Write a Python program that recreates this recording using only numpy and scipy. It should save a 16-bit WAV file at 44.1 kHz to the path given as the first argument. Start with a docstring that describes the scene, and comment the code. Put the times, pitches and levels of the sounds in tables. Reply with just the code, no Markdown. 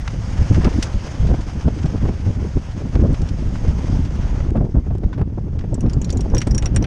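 """On a heeling sailboat, wind buffets a small microphone: filtered noise gives a lumpy rumble and a roar,
and short pointed pushes give the thumps of turbulence. Water hisses past the hull as noise in drifting
patches, until it abruptly drops to a fainter hiss. Loose sail and rigging snap in noise bursts, with thin
ticks between. At the end a winch is cranked: its pawls click, knock and ring the drum. The winch rim rings
high and a block knocks on the deck, both as dying tones; a faint hiss lies behind it all."""
import sys
import numpy as np
from scipy import signal
from scipy.fft import rfft, irfft
from scipy.io import wavfile
from scipy.ndimage import uniform_filter1d

SR = 44100
rng = np.random.default_rng(int(sys.argv[2]) if len(sys.argv) > 2 else 0)


def convert_level_to_amplitude(level_db):
    """Map a level in decibels to its linear amplitude factor."""
    exponent = np.asarray(level_db, float) / 20
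    return 10 ** exponent


def materialize(psi):
    """Save the field psi as 16-bit PCM at rate SR to the path in sys.argv[1].

    A 1-D psi becomes a single channel; in a 2-D psi each row is a channel.
    """
    bounded = np.clip(np.atleast_2d(psi).T, -1, 1)
    quanta = np.round(bounded * 32767).astype(np.int16)
    wavfile.write(sys.argv[1], SR, quanta)


N = 302526  # length in samples

# Wind between buffets, before trim: t/s, rumble level/dB, roar level/dB
WIND_LULL = [(0.0, -21.5, -39.5), (0.3, -21, -37), (0.7, -19.5, -38), (1.05, -28, -37.5),
             (1.45, -24, -36.5), (1.9, -21, -35), (2.2, -21.5, -34), (2.65, -25.5, -42), (2.85, -23.5, -39),
             (3.3, -23, -37), (3.85, -20, -30.5), (4.2, -19, -36), (4.5, -15.5, -30), (4.75, -24, -35.5),
             (5.1, -25, -35), (5.5, -19.5, -32.5), (6.1, -21, -29), (6.86, -20.5, -35)]
# Buffets, swells of turbulence, before trim:
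# t/s, rumble level/dB, roar level/dB, length/s, extra roar tilt/(dB per octave)
BUFFETS = [(0.409, -9, -27, 0.031, 2), (0.515, -4, -27, .03, 2.5), (0.578, -8, -21, 0.046, -1.5),
           (0.663, -8.5, -17, .04, 4), (0.767, -15.5, -24, 0.057, -10), (0.875, -28, -31.5, 0.063, 11.5),
           (0.957, -9.5, -24.5, 0.029, -10), (1.247, -11, -32.5, 0.084, 5), (1.32, -11, -20.5, 0.048, 2.5),
           (1.4, -16.5, -32, 0.029, 4), (1.556, -22, -28, 0.02, -6), (1.665, -9, -19, 0.028, -0.5),
           (1.75, -21, -29.5, 0.064, -4), (1.853, -7, -16, 0.019, 1), (1.96, -19, -29.5, 0.045, 6.5),
           (2.06, -14.5, -21, 0.08, 0), (2.28, -12.5, -22, 0.056, -1), (2.423, -20.5, -29, 0.1, 2),
           (2.569, -11.5, -19.5, 0.024, -12), (2.818, -34, -29, 0.09, 2.5), (3.041, -11, -20, 0.17, -0.5),
           (3.218, -12, -29, .05, 2), (3.313, -15, -26, 0.057, -5), (3.461, -15.5, -29, 0.088, -3),
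           (3.698, -14, -29.5, 0.096, 4), (3.973, -14, -28, 0.12, -8), (4.594, -14, -18.5, 0.08, -0.5),
           (4.771, -9, -20, 0.043, -0.5), (4.924, -16, -36.5, 0.098, 7), (5.061, -9, -30, 0.026, -5),
           (5.218, -9.5, -26.5, 0.032, 3.5), (5.851, -14, -19.5, 0.051, -3), (5.966, -15, -33, 0.06, 7),
           (6.222, -18, -28.5, 0.22, 0.5), (6.351, -13, -22, 0.06, 2), (6.538, -8, -22, 0.063, 2.5),
           (6.646, -13.5, -26.5, 0.054, 6), (6.767, -13.5, -22.5, 0.099, -6)]
# Relative wind spectrum: f/Hz, level per Hz/dB
WIND_COLOUR = [(8.8, -37), (15, -4.5), (60, 1.5), (115, -4), (285, -15.5), (646, -35), (855, -41),
               (1570, -53), (2030, -65.5), (3640, -77.5), (4000, -84.5), (5200, -107), (8800, -120)]
# Eddies bursting on the microphone, before trim: t/s, level/dB, rasp against the push/dB
THUMPS = [(0.567, -18, -10), (0.613, -26.5, 5.5), (0.65, -16, -4), (1.245, -16.5, -16), (1.287, -29, -9),
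          (1.31, -16.5, -14), (1.338, -15, -8), (1.662, -33, -7), (1.679, -9, -13.5), (1.856, -21, -19),
          (1.943, -16, -16), (2.053, -17.5, -5.5), (2.086, -10.5, -14), (2.57, -16.5, -21),
          (2.958, -17, -12), (3.015, -23, -14), (3.129, -25.5, -19.5), (3.222, -28, -16), (4.402, -27.5, 3),
          (4.526, -37, -18), (4.555, -11.5, -13), (4.567, -17, -8), (4.607, -16.5, -17),
          (4.646, -22.5, -10), (4.753, -23, -15.5), (4.865, -25, -10.5), (4.769, -23.5, -13),
          (4.906, -17.5, -14.5), (4.951, -18, -15), (5.034, -17, -9), (5.178, -18, -8), (5.191, -22.5, -7),
          (5.212, -16.5, -8), (5.296, -30, -11), (5.378, -17, -28), (5.727, -14, -28), (5.81, -30, -17),
          (5.836, -22.5, -13), (6.155, -21.5, -17), (6.192, -20.5, -10), (6.256, -22.5, -21),
          (6.347, -16.5, -8.5), (6.469, -11, -9.5), (6.764, -12, -13), (6.822, -14.5, -10)]
# Two lists, before and after the abrupt drop, before trim: t/s, level/dB, tilt/(dB per octave)
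WATER_LEVELS = [
    [(0.0, -44.5, 1.5), (0.55, -39, 1.5), (1.05, -40, 1), (1.42, -43.5, 1), (2.21, -45, 1),
     (3.23, -46.5, 1), (3.6, -44, 1.5), (3.72, -42.5, 1), (3.82, -43, 1), (3.92, -41, 0.5),
     (4.05, -44.5, 1), (4.25, -42.5, 0), (4.44, -46.5, -0.5)],
    [(4.54, -56, 1.5), (5.08, -57.5, 0), (5.25, -61, 0), (5.95, -52, 0.5), (6.39, -50.5, 2),
     (6.86, -52, -4)],
]
# Relative water spectrum: f/Hz, level per Hz/dB
WATER_COLOUR = [(290, -17), (500, -0.5), (631, -2.5), (816, -4), (900, -4.5), (1110, -8), (1470, -9.5),
                (1720, -11), (3210, -17.5), (4100, -24), (4870, -18.5), (5710, -20.5), (6380, -18.5),
                (7120, -27.5), (9320, -36.5), (12100, -53), (20500, -120)]
# Winch pawls: t/s, click level/dB, click centre f/Hz, knock against click/dB, ring against click/dB
PAWLS = [(5.744, -21, 5940, -24, -3), (5.8077, -24, 5900, -15, -9), (5.8624, -43.5, 4810, 15, -16),
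         (5.887, -40, 5800, 1, -17), (5.898, -23, 5480, -5, -6), (5.934, -22, 5000, -19, -9),
         (6.0168, -20, 6500, -12, -8), (6.0461, -19, 6300, -16, -5), (6.0938, -29, 4570, 7, -6),
         (6.104, -15, 6160, -13, -16), (6.127, -18, 6390, -17, -3), (6.173, -19.5, 6330, -20.5, -8),
         (6.208, -19.5, 6000, -20, -7), (6.3011, -35, 6450, 5, -10), (6.349, -13.5, 5800, -21, 3),
         (6.3673, -25, 5400, 10, -19), (6.3819, -13.5, 5660, -17, 6), (6.4047, -27, 5710, 6, -28),
         (6.4168, -13.5, 5540, 4, 0.5), (6.4714, -19.5, 6060, -15, -2.5), (6.5102, -17, 5660, -12, 11.5),
         (6.5483, -17, 5860, -14, 11.5), (6.5807, -12.5, 5800, -9, 5.5), (6.624, -21.5, 5860, 5, -8),
         (6.6475, -35, 6380, -3, -13), (6.6587, -15, 5800, 2, 4), (6.7486, -28.5, 5750, -20, -22),
         (6.7622, -9.5, 8100, 2.5, 1), (6.826, -21.5, 5860, -20, -19), (6.841, -25.5, 4510, 13.5, -6)]
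# Modes of the winch drum: f/Hz, greatest level/dB, time to fall 60 dB/s
DRUM_MODES = [(1666, -21.5, 0.033), (5200, -23, .035), (5660, -7, 0.045), (5780, -16.5, 0.04),
              (6500, -24, 0.025), (10750, -31.5, 0.05)]
# Sail cloth and rigging: t/s, level/dB, time to fall 60 dB/s, tilt/(dB per octave)
SNAPS = [(0.0778, -7.5, 0.023, -3), (0.5445, -20, 0.15, -2.5), (0.609, -23, 0.056, -11),
         (0.6453, -11, 0.048, -0.5), (0.727, -25, 0.045, -1.5), (0.826, -8, 0.059, 5.5),
         (1.2698, -27.5, 0.11, 1.5), (1.4088, -33, 0.16, 2), (1.6103, -25, 0.051, -1.5),
         (1.787, -28.5, 0.087, -1.5), (1.8316, -27.5, 0.068, 0), (1.8574, -26, 0.08, 1.5),
         (2.713, -33, 0.07, 2), (2.9542, -15, 0.033, -4), (3.1296, -31, 0.045, 9),
         (3.1432, -22.5, 0.061, -2), (3.2174, -24.5, 0.029, 7), (3.274, -35, 0.041, 6),
         (3.2887, -23.5, 0.041, 2.5), (3.5548, -22, 0.053, -4.5), (3.678, -29, 0.12, 1),
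         (4.0486, -28.5, 0.11, -0.5), (5.13, -28, 0.095, -4), (5.59, -25.5, 0.04, -1.5),
         (5.6084, -34, 0.088, -3), (5.6394, -31, 0.066, -8)]
# Relative snap spectrum: f/Hz, level per Hz/dB
SNAP_COLOUR = [(400, -25), (800, -3), (1500, 0), (3000, -4), (4000, -9), (5500, -6), (7000, -14),
               (9300, -24), (12000, -46), (15500, -65)]
# High rings of the winch rim: t/s, level/dB, f/Hz, time to fall 60 dB/s
RIM_RINGS = [(6.4694, -39, 8540, 0.044), (6.6253, -48, 8430, 0.079), (6.663, -35, 9150, 0.03),
             (6.763, -33, 8300, 0.027)]
# Modes of a block knocking on the deck: t/s, level/dB, f/Hz, time to fall 60 dB/s
BLOCK_KNOCKS = [(5.129, -28, 1000, 0.03), (5.129, -29.5, 1500, 0.04), (5.129, -41.5, 3500, 0.033)]
# Thin dry ticks: t/s, peak level/dB
TICKS = [(4.5062, -31), (4.567, -37), (4.9533, -37), (4.9837, -33), (5.178, -43)]
# Microphone response for near clicks: f/Hz, level/dB
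MIC_RESPONSE = [(20, -5), (8000, 0), (9500, -5), (11000, -19), (13000, -31.5), (16000, -53)]
# Relative spectrum of the faint top hiss: f/Hz, level per Hz/dB
AIR_COLOUR = [(8000, -31.5), (11000, 2), (13000, -5), (15500, -21.5)]


def evened(x):
    """Scales a sound to an rms (average strength) of 1."""
    return x / np.sqrt(np.mean(x ** 2) + 1e-20)


def smoothed(x, size):
    """Takes a running average twice, for a soft-edged smoothing."""
    return uniform_filter1d(uniform_filter1d(x, size=size), size=size)


def read(points, hz):
    """Reads a spectrum table at the given frequencies, on a log scale."""
    f, value = np.transpose(points)
    return np.interp(np.log(hz + 1), np.log(f + 1), value)


def add(mix, s, sound):
    """Mixes a sound in at time s, in seconds."""
    part = mix[max(round(s * SR), 0):][:len(sound)]
    part += sound[:len(part)]


def coloured(x, shape_db):
    """Filters x by a function that gives dB for each frequency."""
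    hz = np.fft.rfftfreq(len(x), 1 / SR)
    return irfft(rfft(x) * convert_level_to_amplitude(shape_db(hz)), len(x))


def chance(shape, frames, bins):
    """Makes a smooth random field of rms 1: shape is (time, frequency), the result is turned over."""
    field = rng.standard_normal(shape)
    field = uniform_filter1d(field, max(round(frames), 1), 0)
    field = uniform_filter1d(field, max(round(bins), 1), 1)
    return evened(field).T


def burst(noise, t60, shape_db, rise):
    """A coloured noise burst with a quick rise and an exponential tail, peak near 1."""
    t = np.arange(len(noise)) / SR
    envelope = (1 - np.exp(-t / rise)) * convert_level_to_amplitude(-60 * t / max(t60, .004))
    return 0.32 * evened(coloured(noise, shape_db)) * envelope


def wind(lump_db=4.0, patch_db=3.0, split_hz=170, reach=0.89):
    """Turbulence: a slow rumble and a rougher roar that lurch from eddy to eddy."""
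    def rumble_colour(hz):
        return read(WIND_COLOUR, hz) - 10 * np.log10(1 + (hz / split_hz) ** 6)

    def roar_colour(hz):
        return read(WIND_COLOUR, hz) - 10 * np.log10(1 + (split_hz / (hz + 1)) ** 6)

    noise = rng.standard_normal((2, N))
    rumble = steady(coloured(noise[0], rumble_colour), 0.088, 1.0)
    roar = steady(coloured(noise[1], roar_colour), 0.013, 0.16)
    hz, frame_t, z = signal.stft(roar, SR, nperseg=512, noverlap=384)
    rumble_db, roar_db, rasp_db = gusting(frame_t)

    # stronger gusts carry smaller eddies, so the roar brightens with its level
    octaves = np.log2(np.clip(hz, 300, 2500) / 300)
    brighter_db = np.outer(octaves, reach * (roar_db + 28.5) / 5 + rasp_db)
    patches_db = patch_db * chance((len(frame_t), len(hz)), 6, 3)
    roar = signal.istft(z * convert_level_to_amplitude(brighter_db + patches_db), SR, nperseg=512, noverlap=384)[1][:N]

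    lumps_db = lump_db * evened(smoothed(rng.standard_normal(N), 260))
    t = np.arange(N) / SR
    rumble_gain = convert_level_to_amplitude(np.interp(t, frame_t, rumble_db) + .5 * lumps_db - 1.45)
    roar_gain = convert_level_to_amplitude(np.interp(t, frame_t, roar_db) + lumps_db - 0.5)
    return rumble * rumble_gain + roar * roar_gain


def steady(x, seconds, share):
    """Takes out a share of the noise's own swelling, so that it follows the gusts more closely."""
    power = smoothed(x ** 2, round(seconds * SR))
    return evened(x / (abs(power) + 0.055 * power.mean()) ** (share / 2))


def gusting(t):
    """Adds the power of the lull and every buffet: rumble dB, roar dB and roar-weighted tilt."""
    s, rumble_db, roar_db = np.transpose(WIND_LULL)
    at, peak_db, top_db, length, rasp_db = np.transpose(BUFFETS)[:, :, None]
    # a flat-topped bell, at half power one half length from its middle
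    bell = np.exp(-16 * np.log(2) * ((t - at) / np.maximum(length, .015)) ** 4)
    rumble = convert_level_to_amplitude(2 * np.interp(t, s, rumble_db)) + (convert_level_to_amplitude(2 * peak_db) * bell).sum(0)
    buffet_roars = convert_level_to_amplitude(2 * top_db) * bell
    roar = convert_level_to_amplitude(2 * np.interp(t, s, roar_db)) + buffet_roars.sum(0)
    return 10 * np.log10(rumble), 10 * np.log10(roar), (buffet_roars * rasp_db).sum(0) / roar


def thumps(slope_db=14, gain_db=-1, rasp_hz=1000, cusp_db=-1, sharp=0.074):
    """Each eddy is a few low swings around one pointed push, roughened by a short rasp."""
    typical_s, small_count, small_db, small_rasp_db = 0.0113, 24, -24, -25
    out = np.zeros(N)
    # the lesser eddies fall by chance
    small = [(a * N / SR, small_db + 8 * (b - .5), small_rasp_db) for a, b in rng.random((small_count, 2))]
    eddies = THUMPS + small
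    for (s, db, rasp_db), noise in zip(eddies, rng.standard_normal((len(eddies), 2, 2048))):
        length = max(typical_s * (1 + 0.084 * noise[0, 0]), .004)
        u = np.arange(2048) / SR / length  # time in eddy lengths
        bell = np.sin(np.pi * np.clip(u / 2, 0, 1)) ** 2 * np.exp(-1.2 * u)
        body = evened(coloured(noise[0], lambda hz: -6.5 * np.log2((hz + 20) * length / 3.1) ** 2))
        swings = body * bell / abs(body * bell).max()
        # a narrow push, less a wider dip
        point = 1 / (1 + ((u - .6) / sharp) ** 2) - 0.29 * np.exp(-((u - .95) / 0.54) ** 2)
        push = convert_level_to_amplitude(cusp_db) * 4.7 * point * bell
        rasp = evened(coloured(
            noise[1], lambda hz: -slope_db * np.log2(1 + (hz / rasp_hz) ** 2) / 2 - 30 * (hz < 400)))
        add(out, s - .004, convert_level_to_amplitude(db + gain_db) * (swings + push + convert_level_to_amplitude(rasp_db) * rasp * bell))
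    return out


def water(patch_db=1.0, splash_db=1.5, drops_per_s=900, drop_db=-9, spread_db=2.0):
    """Dense hiss of foam in drifting patches, with single drops of spray on top."""
    drop_s, trim_db = 4.508, 4.0  # time of the abrupt drop in level
    falls = rng.random(N) < drops_per_s / SR
    spray_sizes = convert_level_to_amplitude(spread_db * np.minimum(rng.exponential(1, N), 5)) * falls
    one_spray_drop = rng.standard_normal(400) * np.exp(-np.arange(400) / 90)
    spray = signal.oaconvolve(spray_sizes, one_spray_drop)[:N]
    foam = rng.standard_normal(N) + convert_level_to_amplitude(drop_db) * evened(spray)
    foam = evened(coloured(foam, lambda hz: read(WATER_COLOUR, hz)))
    hz, t, z = signal.stft(foam, SR, nperseg=256)

    # level and tilt jump at the drop
    before, after = ([np.interp(t, s, column) for column in rest]
                     for s, *rest in map(np.transpose, WATER_LEVELS))
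    level_db, tilt_db = np.where(t < drop_s, before, after)
    field_db = level_db + np.outer(np.log2((hz + 100) / 4000), tilt_db)
    field_db += patch_db * chance((len(t), len(hz)), 20, 4)
    field_db += splash_db * chance((len(t), 1), 8, 1)
    return convert_level_to_amplitude(trim_db) * signal.istft(z * convert_level_to_amplitude(field_db), SR, nperseg=256)[1][:N]


def winch(width=0.13, skirt_db=-11, knock_hz=2000, scatter_db=16.0, uneven_db=5):
    """A pawl drops on the next tooth: bright click, duller knock, and the drum rings on."""
    click_t60_s, knock_t60_s = 0.033, 0.041
    out, t = np.zeros(N), np.arange(8192) / SR
    noises = rng.standard_normal((len(PAWLS), 2, 8192))
    lucks = rng.random((len(PAWLS), len(DRUM_MODES), 2))
    for (s, db, hz, knock_db, ring_db), noise, luck in zip(PAWLS, noises, lucks):
        def click_colour(f):
            peak = np.exp(-(np.log(f / hz + 1e-9) / width) ** 2)
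            skirt = convert_level_to_amplitude(2 * skirt_db) * (f > 1800)
            # every tooth has its own small resonances, so no two clicks share a colour
            uneven = uneven_db * evened(smoothed(noise[1][:len(f)], 90))
            return 10 * np.log10(peak + skirt + 1e-6) + read(MIC_RESPONSE, f) + uneven

        click = burst(noise[0], click_t60_s, click_colour, rise=0.00028)
        knock = burst(noise[1], knock_t60_s, lambda f: -9.0 * np.log2(f / knock_hz + 1e-9) ** 2, rise=0.0028)
        # each blow lands elsewhere and wakes the modes unevenly
        ring = np.zeros(len(t))
        for (f, mode_db, t60), (phase, miss) in zip(DRUM_MODES, luck):
            mode_hz = f * (1 + 0.005 * (miss - .5))
            fading = convert_level_to_amplitude(mode_db - scatter_db * miss - 60 * t / t60)
            ring += fading * np.sin(2 * np.pi * (mode_hz * t + phase))
        ring *= 1 - np.exp(-t / 0.00092)
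        add(out, s - .001, convert_level_to_amplitude(db) * (click + convert_level_to_amplitude(knock_db) * knock + convert_level_to_amplitude(ring_db) * ring))
    return out


def snaps():
    """Cloth cracking taut: a broad crack that fades into a short rustle."""
    out = np.zeros(N)
    for (s, db, t60, tilt_db), noise in zip(SNAPS, rng.standard_normal((len(SNAPS), 8192))):
        shape = lambda hz: read(SNAP_COLOUR, hz) + tilt_db * np.log2((hz + 100) / 4000)
        add(out, s - .001, convert_level_to_amplitude(db) * burst(noise, t60, shape, rise=0.001))
    return out


def rim_rings_and_knocks():
    """The struck rim and block each ring in modes: sine tones that die away."""
    out, t = np.zeros(N), np.arange(8192) / SR
    for s, db, hz, t60 in RIM_RINGS + BLOCK_KNOCKS:
        tone = np.sin(2 * np.pi * hz * t) * (1 - np.exp(-t / 0.00062))
        add(out, s, convert_level_to_amplitude(db - 60 * t / t60) * tone)
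    return out


def ticks():
    """Single filtered impulses, heard as thin wide clicks."""
    impulse = np.zeros(512)
    impulse[256] = 1
    tick = coloured(
        impulse, lambda hz: read(MIC_RESPONSE, hz) - 30 * (hz < 1200) - 2 * np.log2((hz + 200) / 3000))
    out = np.zeros(N)
    for s, db in TICKS:
        add(out, s - 256 / SR, convert_level_to_amplitude(db) * tick / tick.max())
    return out


def air():
    """A faint steady noise hiss at the very top, with an rms of -85 dB."""
    return convert_level_to_amplitude(-85) * evened(coloured(rng.standard_normal(N), lambda hz: read(AIR_COLOUR, hz)))


def scene():
    """All sources add up at one microphone, with a very short fade at the end."""
    mix = wind() + thumps() + water() + winch() + snaps() + rim_rings_and_knocks() + ticks() + air()
    fade = np.clip((N - np.arange(N)) / 150, 0, 1)
    return mix[None] * fade


def low_pass(x):
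    """Removes everything above the highest recorded frequency."""
    return signal.sosfilt(signal.butter(12, 15760, fs=SR, output="sos"), x)


def record(dry):
    """The input stage squashes the strongest buffets by smoothly bending their peaks."""
    ceiling = 0.78  # of full scale
    squashed = ceiling * np.tanh(dry / ceiling)
    return low_pass(squashed)


dry = scene()
out = record(dry)
materialize(out)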